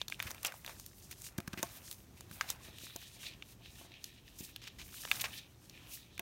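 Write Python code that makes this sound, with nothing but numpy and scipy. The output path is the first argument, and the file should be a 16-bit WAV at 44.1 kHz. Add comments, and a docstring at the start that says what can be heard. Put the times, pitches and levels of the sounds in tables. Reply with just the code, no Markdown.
"""Small plastic gems are peeled off a thin backing sheet and pressed onto cardboard on a wooden table.
A quiet room hums throughout while fingers rub the card and the sheet crinkles and pops.
Ringing glue snaps crowd the first second, with short bursts of tiny clicks; then they thin out and hands
knock the table. Sharp snaps stand out near 1.6 and 2.4 s; click bursts gather after 4.4 s, the strongest snap
comes near 5.1 s, and a last snap and knock close the scene. A phone close by hears it all."""
import sys
import numpy as np
from scipy import signal
from scipy.fft import rfft, irfft, next_fast_len
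from scipy.io import wavfile
from scipy.ndimage import uniform_filter1d

SR = 44100
rng = np.random.default_rng(int(sys.argv[2]) if len(sys.argv) > 2 else 0)


def field_ratio(decibels):
    """Amplitude ratio for a level in dB (20 dB per decade); scalars and array-likes work."""
    return 10 ** (np.asarray(decibels, dtype=float) / 20)


def generate_wav(sig):
    """Save sig (samples, or channels by samples) to the path in sys.argv[1] as 16-bit PCM at SR."""
    pcm = np.round(np.clip(np.atleast_2d(sig).T, -1, 1) * 32767).astype(np.int16)
    wavfile.write(sys.argv[1], SR, pcm)


N = 273861

# resonances of the cardboard: pitch_hz, width_hz (first of two passes), level_db (relative)
CARD_MODES = [(1800, 170, -3), (2477, 460, 1), (3070, 600, -1), (3800, 750, 1), (5540, 2150, -12.5)]


def level(x, db):
    """Scale to an rms level."""
    return x * field_ratio(db) / np.sqrt(np.mean(x ** 2))


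def peak(x, db):
    """Scale to a peak level."""
    return x * field_ratio(db) / np.max(np.abs(x))


def ring(x, hz, width_hz):
    """One resonance, a peak filter whose centre and width stay below 0.45 of the sample rate."""
    centre = min(hz, .45 * SR)
    width = min(width_hz, .45 * SR)
    b, a = signal.iirpeak(centre, centre / width, fs=SR)
    return signal.lfilter(b, a, x)


def treble(x, hz):
    """What lies above hz."""
    return signal.sosfilt(signal.butter(2, hz, "high", fs=SR, output="sos"), x)


def colour(x, spectrum):
    """Filter a sound by a curve of (Hz, dB) points, joined over log frequency."""
    hz, db = np.transpose(spectrum)
    size = next_fast_len(N)
    f = np.arange(size // 2 + 1) * SR / size + 1
    gain = field_ratio(np.interp(np.log(f), np.log(hz), db, left=-60, right=-60))
    return irfft(rfft(x, size) * gain, size)[:N]


def walk(rate):
    """Random levels that glide to a new value every 1 / rate s; spread near 1."""
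    k = int(SR / rate)
    held = np.repeat(rng.standard_normal(N // k + 1), k)
    return 1.5 * uniform_filter1d(held, k)[:N]


def grit(shape, scatter_db, grain_s):
    """Noise in grains whose sizes scatter, a few of them large."""
    k = max(int(grain_s * SR), 1)
    grains = shape[-1] // k + 1
    sizes = field_ratio(scatter_db * rng.exponential(size=shape[:-1] + (grains,)))
    return rng.standard_normal(shape) * np.repeat(sizes, k, axis=-1)[..., :shape[-1]]


def add(out, s, x):
    """Mix x into out from time s."""
    i = int(s * SR)
    out[i:i + len(x)] += x[:len(out) - i]


def room():
    """Air and appliance rumble that wavers a little, with a wavering hum."""
    # room noise: pitch_hz, density_db (relative, per Hz)
    room_spectrum = [(28, -45), (40, -2), (64, 0), (109, -0.5), (250, -8), (355, -8.5), (461, -16.5),
                     (780, -19.5), (2100, -28), (3900, -27.5), (8500, -29), (16500, -32)]
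    room_db, hum_hz, hum_db = -61, 118.5, -72  # rms before the wavering
    air = level(colour(rng.standard_normal(N), room_spectrum), room_db) * field_ratio(walk(4.886))
    hum = np.sqrt(2) * field_ratio(hum_db + walk(2.0)) * np.sin(2 * np.pi * hum_hz * np.arange(N) / SR)
    return air + hum


def card(x, sway_db):
    """The cardboard's resonances, neighbours in opposite phase; sway_db lets each swell on its own."""
    out = 0
    for k, ((hz, width, db), sway) in enumerate(zip(CARD_MODES, sway_db)):
        mode = ring(ring(x, hz, width), hz, 2 * width)
        out = out + (-1) ** k * field_ratio(db + sway) * mode
    return out


def swells(s, db, swell, fade):
    """Gain of overlapping gestures; each is 20 dB down swell s before and fade s after its loudest moment."""
    resting_db = -83  # floor under all the gestures
    t = np.arange(0, N, 64) / SR
    power = field_ratio(2 * resting_db)
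    for k in range(len(s)):
        distance = np.maximum((s[k] - t) / swell[k], (t - s[k]) / fade[k])
        power = power + field_ratio(2 * db[k] - 40 * distance)
    return np.interp(np.arange(N) / SR, t, np.sqrt(power))


def ticks(gain):
    """Single small creases snap at random moments, as loud as the sheet is busy."""
    ticks_per_s = 130
    out, t = np.zeros(N), np.arange(512) / SR
    count = int(ticks_per_s * N / SR)
    draws = zip(rng.random((count, 3)), rng.standard_normal((count, len(t))))
    for (when, pitch, size), noise in draws:
        hz = 1500 * 8.0 ** pitch
        burst = noise * field_ratio(-60 * t / .009)
        tick = peak(ring(burst, hz, .5 * hz), 3 + 8 * size)  # peaks 3 to 11 dB over the gain
        add(out, when * N / SR, tick * gain[int(when * N)])
    return out


def pops(low_hz, high_hz, tilt_db, scatter_db, count=14):
    """Creases in the sheet flip over, each ringing a few cycles at its own pitch."""
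    out = 0
    for hz in np.geomspace(low_hz, high_hz, count):
        crease = ring(ring(grit((N,), scatter_db, 0.0022), hz, hz / 7), hz, hz / 3)
        out = out + field_ratio(tilt_db * np.log2(hz / low_hz)) * crease  # tilt in dB per octave
    return level(out, 0)


def hands():
    """Skin slips over the card's fibres, the sheet crinkles in fine grains and pops where it flexes."""
    # hand moves, rustles that swell and fade (levels before the random flicker):
    # loudest_s, card_rub_db, sheet_crinkle_db, swell_s, fade_s
    moves = [(0.0, -58.5, -64, .05, 0.12), (0.118, -54.5, -54, 0.027, 0.075),
             (0.233, -53, -55, 0.055, 0.087), (0.303, -61, -52, 0.096, .05),
             (0.351, -67, -59.5, 0.059, 0.2), (0.479, -50, -51, 0.075, 0.053), (0.56, -83, -60, 0.11, 0.12),
             (0.698, -57, -53.5, 0.081, 0.087), (0.804, -77, -61, 0.68, 0.52),
             (1.023, -68, -55, 0.062, 0.07), (1.124, -59, -50, 0.038, 0.031),
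             (1.269, -66, -47.5, 0.09, 0.059), (1.399, -75, -67, 0.067, 0.18),
             (1.644, -61, -54.5, 0.15, 0.31), (1.772, -61, -53.5, 0.033, 0.047),
             (1.922, -72, -51, 0.23, 0.12), (2.176, -63, -62.5, 0.035, 0.14),
             (2.33, -59.5, -55, 0.049, 0.2), (2.42, -56.5, -59.5, 0.13, 0.091),
             (2.51, -50, -49, 0.073, 0.067), (2.654, -55.5, -57, 0.094, 0.097),
             (2.756, -57, -65.5, 0.19, 0.55), (2.852, -55, -49.5, 0.087, 0.12),
             (3.026, -54.5, -57, 0.16, 0.2), (3.24, -58, -52.5, 0.18, 0.088),
             (3.265, -48.5, -71, 0.033, 0.14), (3.52, -63.5, -60, 0.17, 0.045),
             (3.655, -57, -65, 0.065, 0.24), (3.801, -63, -57, 0.1, 0.082), (3.945, -59, -90, 0.25, 0.26),
             (4.06, -59, -59, 0.087, 0.093), (4.188, -64.5, -69.5, 0.49, 0.078),
             (4.272, -62.5, -68.5, 0.044, 0.21), (4.438, -56.5, -53, 0.076, 0.076),
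             (4.5, -60, -62, 0.14, 0.033), (4.685, -60, -80, 0.41, 0.17), (4.957, -57.5, -51, 0.16, 0.33),
             (5.07, -76, -47, 0.23, 0.28), (5.16, -52, -46.5, 0.18, 0.091), (5.235, -55, -55, 0.08, 0.22),
             (5.335, -47, -55, 0.045, 0.11), (5.38, -50.5, -56.5, 0.27, 0.061),
             (5.625, -90.5, -63.5, 0.059, 0.089), (5.745, -58.5, -69.5, 0.11, 0.87),
             (5.936, -55, -49, 0.082, 0.11)]
    # the sheet bends and its creases pop: loudest_s, level_db, swell_s, fade_s
    bends = [(0.233, -55, 0.08, 0.3), (0.459, -47, 0.033, 0.11), (0.698, -54, 0.071, 0.092),
             (1.399, -66, 0.43, 0.21), (1.644, -59, 0.29, 0.26), (1.772, -65.5, 0.073, 0.48),
             (2.42, -60, 0.22, 0.12), (2.51, -56.5, 0.14, 0.17), (2.67, -61.5, 0.088, 0.13),
             (2.9, -72, 0.47, 0.95), (3.24, -66.5, 0.075, 0.38), (3.827, -67, 0.19, 0.4),
             (5.124, -57, 0.06, 0.34), (5.27, -55.5, 0.34, 0.088), (5.895, -65.5, 0.38, 0.11)]
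    # crinkle of the sheet: pitch_hz, density_db (relative, per Hz)
    sheet_spectrum = [(1200, -41), (2500, -13), (4500, -6), (6000, -4.5), (9000, -2), (16500, -6.5)]

    s, card_db, sheet_db, swell, fade = np.transpose(moves)
    crinkle_gain = swells(s, sheet_db, swell, fade)
    fibres = grit((N,), 2.1, .0012)
    sway_db = 2.2 * np.array([walk(25) for _ in CARD_MODES])
    rub = level(card(fibres, sway_db), 0)
    rub = rub * swells(s, card_db, swell, fade) * field_ratio(1.2 * walk(40))

    sheet = level(colour(grit((N,), 1.4, 0.00051), sheet_spectrum), 0)
    bright = treble(sheet, 8700)  # the finest creases flicker on their own
    sheet = (sheet - bright) * field_ratio(2 * walk(30)) + bright * field_ratio(2 * walk(18))
    crinkle = sheet * crinkle_gain * field_ratio(walk(45))

    flex = pops(520, 2600, tilt_db=-1.5, scatter_db=2.4) * swells(*np.transpose(bends))
    return rub + crinkle + ticks(crinkle_gain) + flex


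def table_top(force):
    """The table's modes under a force; the slowest motion radiates poorly."""
    # modes of the wooden top: pitch_hz, level_db (relative), t60_s
    table_modes = [(104, -2.5, 0.034), (213, -3.5, 0.038), (371.5, 3, 0.045), (580, 2, 0.035),
                   (692, 5.5, 0.09), (903, 7.5, 0.052), (1090, 11.5, 0.047), (1530, 17, 0.027)]
    t = np.arange(4096) / SR
    board = sum(field_ratio(db - 60 * t / t60) * np.sin(2 * np.pi * hz * t) for hz, db, t60 in table_modes)
    return treble(signal.fftconvolve(force, board), 132)


def knocks():
    """A half-sine push on the table; a softer, longer contact favours the low modes."""
    # hands knocking the table: start_s, peak_db, contact_s
    knock_table = [(0.255, -42.5, 0.0085), (1.3843, -27.5, 0.0032), (1.399, -44, 0.0018),
                   (1.478, -35.5, 0.0037), (1.535, -35, 0.0032), (1.575, -39, 0.0024),
                   (1.594, -38.5, 0.002), (1.6322, -27.5, 0.00078), (2.311, -43, 0.0039),
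                   (2.685, -48.5, 0.0015), (2.835, -47.5, 0.0018), (2.959, -40, 0.0011),
                   (3.166, -55, 0.001), (3.608, -53.5, 0.001), (3.812, -46.5, 0.00084),
                   (3.848, -49.5, 0.00078), (3.908, -54, 0.0012), (4.406, -40.5, 0.0024),
                   (4.427, -45, 0.0032), (6.195, -37.5, 0.0011)]
    out, t = np.zeros(N), np.arange(1024) / SR
    for s, db, contact in knock_table:
        push = np.sin(np.pi * np.clip(t / contact, 0, 1))
        add(out, s, peak(table_top(push), db))
    return out


def click_bursts():
    """Short bursts of dense tiny clicks, grainy noise that starts sharply and soon dies out."""
    # glue rips, the clatter of taps near 1.4 to 1.5 s and the tail of the snap at 2.4 s:
    # start_s, level_db (rms of the body, its energy spread over length_s), ring_hz,
    # treble_db (relative to the body), length_s
    burst_table = [(0.267, -45.5, 2240, -6, 0.02), (0.447, -34.5, 2740, -15, 0.01),
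                   (0.458, -40, 6030, 1, 0.0042), (0.464, -38.5, 6600, -1.5, 0.011),
                   (1.11, -51.5, 2300, 6.5, 0.0086), (1.38, -49, 3930, 7, 0.0083),
                   (1.475, -46.5, 4070, -2, 0.0068), (1.53, -48, 3420, -16, 0.0097),
                   (1.574, -46.5, 2170, -7.5, 0.029), (2.414, -55, 1700, -25, 0.063),
                   (4.386, -55.5, 6000, 8, 0.027), (4.616, -55, 2940, -19, 0.063),
                   (4.67, -47.5, 2780, -19, 0.018), (4.785, -51, 3020, -12, 0.047),
                   (5.194, -43.5, 2930, -4, 0.015), (5.209, -39.5, 2680, 6, 0.013),
                   (5.2407, -37, 2200, -26, 0.024)]
    out, t = np.zeros(N), np.arange(4096) / SR
    clicks = grit((len(burst_table), 2, len(t)), 2.8, .001)
    for (s, db, hz, treble_db, length), noise in zip(burst_table, clicks):
        shape = np.minimum(t / .001, 1) * np.exp(-(t / length) ** 4)
        gain = np.sqrt(SR * length / len(t))  # from rms over the whole buffer to rms over the burst
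        body = level(ring(ring(noise[0] * shape, hz, hz / 1.52), hz, 9.9 * hz), db)
        hiss = level(treble(noise[1] * shape, 5400), db + treble_db)
        add(out, s, gain * (body + hiss))
    return out


def sheet_ring(force, scatter):
    """The sheet's modes under a force; every grip shifts and weights them a little differently."""
    # modes of the sheet before the scatter: pitch_hz, level_db (relative), t60_s
    sheet_modes = [(1280, -0.5, 0.019), (1650, 0, 0.028), (2440, -8, 0.026), (2880, -7, 0.018),
                   (3666, 5.5, 0.016), (4520, 7, 0.0045), (6100, -2.5, 0.018), (6970, 7.5, 0.011)]
    t = np.arange(1024) / SR
    modes = 0
    for (hz, db, t60), (a, b) in zip(sheet_modes, scatter):
        decay = field_ratio(db + 2.5 * a - 60 * t / t60)
        modes = modes + decay * np.sin(2 * np.pi * hz * (1 + .02 * b) * t)
    return signal.fftconvolve(force, modes)[:len(force)]


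def snaps():
    """A sudden release rings the gem and the sheet, thuds low, cracks in the treble and leaves a faint tail."""
    # glue and plastic snaps: start_s, level_db (reference for the peak of each part below), ring_hz,
    # crack_db and thud_db (relative to level_db, before the trims below)
    snap_table = [(0.0145, -18, 3400, -50, -21.5), (0.0813, -22, 4300, -19, -32),
                  (0.0988, -30, 4500, -11.5, -21), (0.122, -20.5, 2230, -33, -35),
                  (0.1933, -39, 1800, -8, -17), (0.2005, -18.5, 2040, -25, -30),
                  (0.225, -27, 1800, -7, -21.5), (0.306, -37, 3500, -3, -10),
                  (0.3129, -24.5, 5970, -19, -24), (0.346, -40.5, 2200, -6.5, -15),
                  (0.38, -40, 2460, -27, -14), (0.43, -39, 2300, 5, -35), (0.4473, -23, 2350, -6.5, -17.5),
                  (0.521, -32, 1570, -15, -33), (0.5397, -40.5, 850, -15, -19),
                  (0.6463, -33.5, 1780, -12, -26), (0.662, -28, 3800, -14.5, -28),
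                  (0.677, -31.5, 2400, -30, -12.5), (0.694, -46, 960, -27, -1),
                  (0.7972, -34.5, 5660, -7, -21), (0.862, -37, 9100, -2.5, -38),
                  (1.1108, -35, 7550, -17, -36), (1.218, -31.5, 8300, -12, -34),
                  (1.3841, -30.5, 1650, -16, -23), (1.402, -38, 2200, -6, -10.5),
                  (1.4762, -30.5, 1650, -14, -37), (1.531, -32.5, 1650, -20, -27),
                  (1.54, -39, 1310, -20, -12), (1.6282, -13, 6500, -14, -23.5),
                  (1.912, -32, 3300, -4.5, -39), (1.926, -34.5, 5000, -8, -32),
                  (2.207, -33.5, 6270, -13.5, -20), (2.3118, -41.5, 1560, -7.5, -15),
                  (2.4096, -14, 1730, -31, -42), (2.4096, -15, 4670, -31, -47), (2.42, -46, 2000, -15, -32),
                  (2.49, -36, 2270, -5, -36), (2.5014, -21.5, 5060, -3.5, -21.5),
                  (2.784, -34, 2900, -13, -33), (2.9608, -32, 5950, -4.5, -19),
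                  (3.2303, -36, 2400, -22, -35), (3.423, -28.5, 2400, -47, -41),
                  (3.658, -38, 2500, -28, -35), (4.041, -25, 4200, -10.5, -53),
                  (4.5608, -27.5, 2900, -12.5, -24.5), (5.0508, -29.5, 2820, -35, -12),
                  (5.1136, -8, 2530, -23, -58), (5.696, -31.5, 4840, -21, -42),
                  (6.1778, -32, 2330, -14, -34), (6.1936, -23, 2160, -9.5, -21)]
    snap_t60_s, tail_t60_s = .012, .045
    out, t = np.zeros(N), np.arange(4096) / SR
    rise = np.minimum(t / 0.001015, 1) ** 2
    fall = field_ratio(-60 * t / snap_t60_s)
    noises = rng.standard_normal((len(snap_table), 4, len(t)))
    for (s, db, hz, crack_db, thud_db), noise in zip(snap_table, noises):
        # the release itself is one sharp step; smaller slips surround and trail it
        force = .12 * noise[0] * rise * fall
        force[int(.0012 * SR)] += 1
        gem = peak(ring(ring(force, hz, hz / 5.0), hz, 1.15 * hz), db - 7.5)
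        sheet = sheet_ring(force, noise[3].reshape(-1, 2))
        sheet = peak(ring(ring(sheet, hz, hz / 1.33), hz, 1.2 * hz), db - 10)
        thud = peak(ring(ring(force, 960, 1830), 1150, 2300), db + thud_db + 12)
        crack = peak(treble(noise[1] * rise * fall, 3370), db + crack_db + 9.5)
        tail = peak(ring(noise[2], hz, 2 * hz) * rise * field_ratio(-60 * t / tail_t60_s), db - 23)
        add(out, s, gem + sheet + thud + crack + tail)
    return out


def scene():
    """Everything at one microphone."""
    return (room() + hands() + knocks() + click_bursts() + snaps())[None]


def band_limit(x):
    """A steep low-pass at the top of the band."""
    return signal.sosfilt(signal.butter(12, 16830, fs=SR, output="sos"), x)


def record(dry):
    """The phone's port colours the treble, its low end falls away and a steep filter cuts the very top."""
    # response of the microphone: pitch_hz, gain_db
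    mic_response = [(10, -44), (28, -31), (40, 2.5), (4500, -0.5), (6200, 1.5), (7800, -2.5), (9200, -1.5),
                    (10500, -4.5), (12500, 0.5), (22000, -4)]
    top_hz = 15800
    coloured = colour(dry[0], mic_response)
    low_pass = signal.ellip(6, .2, 26, top_hz, fs=SR, output="sos")  # 0.2 dB ripple, 26 dB stop
    mix = signal.sosfilt(low_pass, coloured)[None]
    return band_limit(mix)


dry = scene()
out = record(dry)
generate_wav(out)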